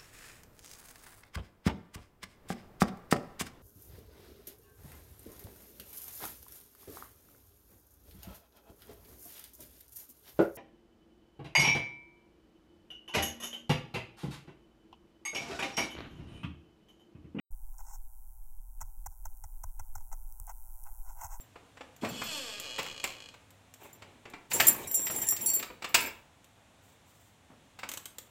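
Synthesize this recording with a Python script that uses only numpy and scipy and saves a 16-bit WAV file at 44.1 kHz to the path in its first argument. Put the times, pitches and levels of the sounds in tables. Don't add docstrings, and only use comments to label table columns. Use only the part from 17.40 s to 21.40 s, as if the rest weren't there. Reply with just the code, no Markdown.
import sys
import numpy as np
from scipy.fft import rfft, irfft, next_fast_len
from scipy.io import wavfile
from scipy.ndimage import map_coordinates

SR = 44100
rng = np.random.default_rng(int(sys.argv[2]) if len(sys.argv) > 2 else 0)


def store_pcm(level_fs):
    pcm = np.round(np.clip(level_fs, -1, 1) * 32767).astype(np.int16)
    wavfile.write(sys.argv[1], SR, np.atleast_2d(pcm).T)


N = 176400


def amp(db):
    return 10 ** (np.asarray(db) / 20)


def unit(x):
    return x / np.sqrt(np.mean(x ** 2) + 1e-30)


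def burst(x):
    return x / np.sqrt(np.sum(x ** 2) / SR + 1e-30)


def causal(x, db_of):
    m = 2 * next_fast_len(len(x) // 2 + 2048)
    cepstrum = irfft(np.log(amp(db_of(np.fft.rfftfreq(m, 1 / SR))) + 1e-6), m)
    cepstrum[1:m // 2] *= 2
    cepstrum[m // 2 + 1:] = 0
    return irfft(rfft(x, m) * np.exp(rfft(cepstrum)), m)[:len(x)]


def colour(x, points):
    f, db = np.transpose(points)
    return causal(x, lambda hz: np.interp(np.log(hz + 1), np.log(f + 1), db))


def add(track, s, x):
    i = int(round(s * SR))
    track[i:i + len(x)] += x[:max(N - i, 0)]


def swell(s, rise, release):
    t = np.arange(N) / SR - s
    return np.exp(-(t / np.where(t < 0, rise, release)) ** 2)


RUMBLE_SPECTRUM = [(8, 3.5), (32, 1.5), (45, -13.5), (60, -28.5), (84, -25), (120, -45.5), (150, -43.5),
                   (200, -65), (400, -75.5), (900, -120)]
def rumble():
    return amp(-40.5) * unit(colour(rng.standard_normal(N), RUMBLE_SPECTRUM))


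# (f/Hz, level/dB)
BUZZ_SPECTRUM = [(120, -54), (420, -57), (540, -9), (660, -2), (850, -1.5), (1020, -5.5), (1450, -15),
                 (2000, -31.5), (2800, -42), (4700, -47.5), (5600, -20), (8000, -10.5), (11500, -5.5),
                 (16000, -6)]
HISS_SPECTRUM = [(300, -46), (450, -32), (620, 1), (850, 5.5), (1400, -10.5), (2300, -24), (4600, -34),
                 (5600, -14), (9000, -3.5), (16000, 2.5)]
# (t/s, level/dB)
BUZZ_DRIFT = [(0.551, -64), (1.25, -66.5), (1.551, -64), (2.29, -63.5), (3.509, -58.5), (3.839, -61)]
def mains_buzz(spike_hz=120.054, first_s=.00093, jitter_s=6e-6, scatter_db=.4):
    at = (first_s + np.arange(int(N / SR * spike_hz)) / spike_hz) * SR
    at += jitter_s * SR * rng.standard_normal(len(at))
    index = at.astype(int)[:, None] + np.arange(-7, 9)
    offset = index - at[:, None]
    pulse = np.sinc(offset) * np.cos(np.pi * offset / 16) ** 2
    polarity = (-1) ** np.arange(len(at))[:, None]
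    sizes = polarity * amp(scatter_db * rng.standard_normal((len(at), 1)))
    spikes = np.bincount(index.ravel(), (sizes * pulse).ravel(), N)[:N]
    buzz = amp(1.5) * unit(colour(spikes, BUZZ_SPECTRUM))
    hiss = amp(-1.5) * unit(colour(rng.standard_normal(N), HISS_SPECTRUM))
    return amp(np.interp(np.arange(N) / SR, *np.transpose(BUZZ_DRIFT))) * (buzz + hiss)


# (t/s, half length/s, level/dB)
GRIP_SHIFTS = [(2.615, 0.012, -79.5), (2.928, 0.042, -79.5), (3.026, 0.012, -75), (3.43, 0.029, -77)]
# (f/Hz, level/dB)
GRIP_SPECTRUM = [(60, -10.5), (150, 2.5), (300, 0), (450, -6.5), (700, -15), (2000, -68)]
def grip():
    envelope = sum(amp(db) * swell(s, half, half) for s, half, db in GRIP_SHIFTS)
    return envelope * unit(colour(rng.standard_normal(N), GRIP_SPECTRUM))


def snaps(events, spectrum, t60):
    out, t = np.zeros(N), np.arange(SR // 20) / SR
    for s, db in events:
        snap = rng.standard_normal(len(t)) * amp(-60 * t / t60)
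        add(out, s, amp(db - 19.5) * burst(colour(snap, spectrum)))
    return out


# (t/s, level/dB)
BRISTLE_FLICKS = [(1.972, -60.5), (2.924, -53), (3.0, -46), (3.069, -52), (3.438, -52)]
# (f/Hz, level/dB)
FLICK_SPECTRUM = [(3500, -57.5), (4800, -32.5), (5600, -11.5), (11000, -3.5), (16000, -4)]
def flicks():
    return snaps(BRISTLE_FLICKS, FLICK_SPECTRUM, t60=.004)


# (peak t/s, rise/s, release/s, rasp level/dB, scratch level/dB, fizz level/dB)
STROKES = [(0.346, 0.013, 0.0084, -64, -70.5, -80), (0.403, 0.02, 0.014, -54, -59.5, -53),
           (0.503, 0.063, 0.047, -56.5, -58, -80), (0.551, 0.041, 0.017, -57.5, -55.5, -53),
           (1.408, 0.0015, 0.0015, -44, -51, -71), (2.609, 0.0033, 0.0051, -56, -63, -60.5),
           (2.718, 0.003, 0.02, -50, -61.5, -61), (3, 0.0021, 0.0013, -50.5, -62, -47),
           (3.079, 0.0042, 0.011, -47, -58.5, -54.5), (3.096, 0.0027, 0.018, -43, -53, -49.5),
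           (3.462, 0.0063, 0.036, -51, -67, -65.5), (3.546, 0.0089, .012, -58.5, -73.5, -69),
           (3.699, 0.042, 0.035, -54, -61.5, -63), (3.791, 0.03, 0.15, -51.5, -63.5, -58.5),
           (3.814, 0.003, 0.015, -44.5, -51.5, -51), (3.848, 0.036, 0.018, -45.5, -50, -45.5),
           (3.93, 0.033, 0.032, -49, -53.5, -54)]
# (f/Hz, level/dB)
RASP_SPECTRUM = [(100, -29), (420, -57), (520, -15), (650, -2.5), (850, 2.5), (1050, 1), (1350, -7.5),
                 (2000, -17.5), (2600, -24), (3250, -32.5), (3800, -48), (5000, -44.5), (7000, -88.5)]
SCRATCH_SPECTRUM = [(3500, -83), (4750, -41.5), (5350, -8), (6500, -2), (7800, -2), (9500, -9.5),
                    (16000, -29.5)]
FIZZ_SPECTRUM = [(4500, -71.5), (8000, -10), (11000, -1.5), (16000, 1)]
def sweeps(slips_per_s=5000, catches_per_s=130, scatter_db=2.5, edge_hz=1700, firm_db=-49.5):
    knots = rng.standard_normal(int(N * catches_per_s / SR) + 4)
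    catch = map_coordinates(knots, [np.arange(N) * catches_per_s / SR])
    sizes = amp(scatter_db * (catch.clip(-2, 1) + rng.standard_normal(N))) * rng.choice([-1, 1], N)
    slips = (rng.random(N) < slips_per_s / SR) * sizes
    lifts = [(s + .05, .037, .037, knock_db - 28.5, click_db - 29, fizz_db - 29)
             for s, knock_db, click_db, fizz_db, *_ in DABS]
    powers = np.zeros((3, N))
    for s, rise, release, *levels in STROKES + lifts:
        powers += (amp(levels)[:, None] * swell(s, rise, release)) ** 2
    rasp, scratch, fizz = np.sqrt(powers)
    firm = unit(colour(slips, RASP_SPECTRUM))
    light = irfft(rfft(firm) / (1 + (np.fft.rfftfreq(N, 1 / SR) / edge_hz) ** 8), N)
    firmness = np.minimum(rasp / amp(firm_db), 1) ** .73
    return (rasp * (firmness * firm + (1 - firmness) * light)
            + scratch * unit(colour(slips, SCRATCH_SPECTRUM))
            + fizz * unit(colour(slips, FIZZ_SPECTRUM)))


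# (t/s, level/dB)
BUNCH_SNAGS = [(.383, -57), (3.847, -50.5), (3.867, -55.5)]
def snags():
    return snaps(BUNCH_SNAGS, SCRATCH_SPECTRUM, t60=.0067)


# (t/s, level/dB)
FIRM_PRESSES = [(2.999, -46.5), (3.841, -44)]
def thuds(hz=74.7, rise_s=.013, t60=.071):
    out, t = np.zeros(N), np.arange(SR // 4) / SR
    envelope = (1 - np.exp(-t / rise_s)) ** 2 * amp(-60 * t / t60)
    thud = burst(envelope * np.sin(2 * np.pi * hz * t))
    for s, db in [(dab[0], dab[4]) for dab in DABS] + FIRM_PRESSES:
        add(out, s, amp(db - 19.5) * thud)
    return out


# (ratio to the knock's pitch, level/dB)
RIND_MODES = [(1, -24), (1.5, -35)]
def rind(hz, rise_s=.0022, t60=.017):
    t = np.arange(SR // 20) / SR
    envelope = (1 - np.exp(-t / rise_s)) ** 2 * amp(-60 * t / t60)
    return sum(amp(db) * burst(envelope * np.sin(2 * np.pi * (ratio * hz * t + rng.random())))
               for ratio, db in RIND_MODES)


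# (t/s, knock level/dB, click level/dB, fizz level/dB, thud level/dB,
# landing spread/s, settling time/s, knock f/Hz)
DABS = [(1.417, -41.5, -44, -42.5, -45, .012, .005, 930), (1.6655, -40.5, -44, -42, -46, .015, .0028, 797),
        (1.856, -44.5, -47, -43.5, -48.5, .007, 0.0048, 908),
        (2.0409, -50, -51.5, -56, -47, .007, .004, 884),
        (2.239, -43, -46.5, -45.5, -43, 0.0081, 0.0022, 1006),
        (2.397, -43.5, -49, -48.5, -43.5, .0065, 0.0034, 847),
        (2.5578, -45.5, -47.5, -45, -44.5, .014, 0.01, 806),
        (2.729, -44.5, -49, -51.5, -61, .011, .005, 860)]
# (f/Hz, level/dB)
KNOCK_SPECTRUM = [(100, -48.5), (220, -21.5), (420, -39), (520, -11), (650, 5), (820, -2), (1050, 2),
                  (1350, -4.5), (2000, -15.5), (2600, -28), (3250, -31.5), (3800, -40.5), (5000, -44),
                  (7000, -83.5)]
CLICK_SPECTRUM = [(3500, -72), (4750, -46), (5350, -4.5), (6000, 2), (7500, 2.5), (10000, -2.5),
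                  (16000, -26.5)]
def dabs(bristles=30, lead_s=.02, scatter_db=4.5):
    out = np.zeros(N)
    for s, knock_db, click_db, fizz_db, _, spread, settling, hz in DABS:
        land = spread * (rng.beta(2, 2, bristles) - .5)
        settle = settling * 3 * rng.beta(1, 2, bristles)
        sizes = np.r_[np.ones(bristles), .19 * amp(4.5 * settle / settling)]
        sizes *= amp(scatter_db * rng.standard_normal(2 * bristles).clip(-2, 1))
        sizes *= rng.choice([-1, 1], 2 * bristles)
        at = np.maximum((lead_s + np.r_[land, settle]) * SR, 0).astype(int)
        impacts = np.bincount(at, sizes, SR // 10)
        knock = amp(knock_db - 22.5) * burst(colour(impacts, KNOCK_SPECTRUM))
        clicks = amp(click_db - 20) * burst(colour(impacts, CLICK_SPECTRUM))
        fizz = amp(fizz_db - 20) * burst(colour(impacts, FIZZ_SPECTRUM))
        add(out, s - lead_s, knock + clicks + fizz)
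        add(out, s - spread / 4, amp(knock_db) * rind(hz))
    return out


def scene():
    return (dabs() + thuds() + sweeps() + flicks() + snags() + grip() + mains_buzz() + rumble())[None]


def record(dry, spacing_hz=586, comb_top_hz=4800, depth=.997, open_s=.105, top_hz=16000):
    def comb_db(hz):
        in_band = (hz > spacing_hz / 2) * (hz < comb_top_hz)
        return 10 * np.log10(1 - depth * np.cos(np.pi * hz / spacing_hz) ** 2 * in_band)
    fade_in = np.clip((np.arange(N) / SR - open_s) / .0059, 0, 1)
    x = causal(dry[0], comb_db) * fade_in
    return irfft(rfft(x) * (np.fft.rfftfreq(N, 1 / SR) < top_hz), N)[None]


dry = scene()
out = record(dry)
store_pcm(out)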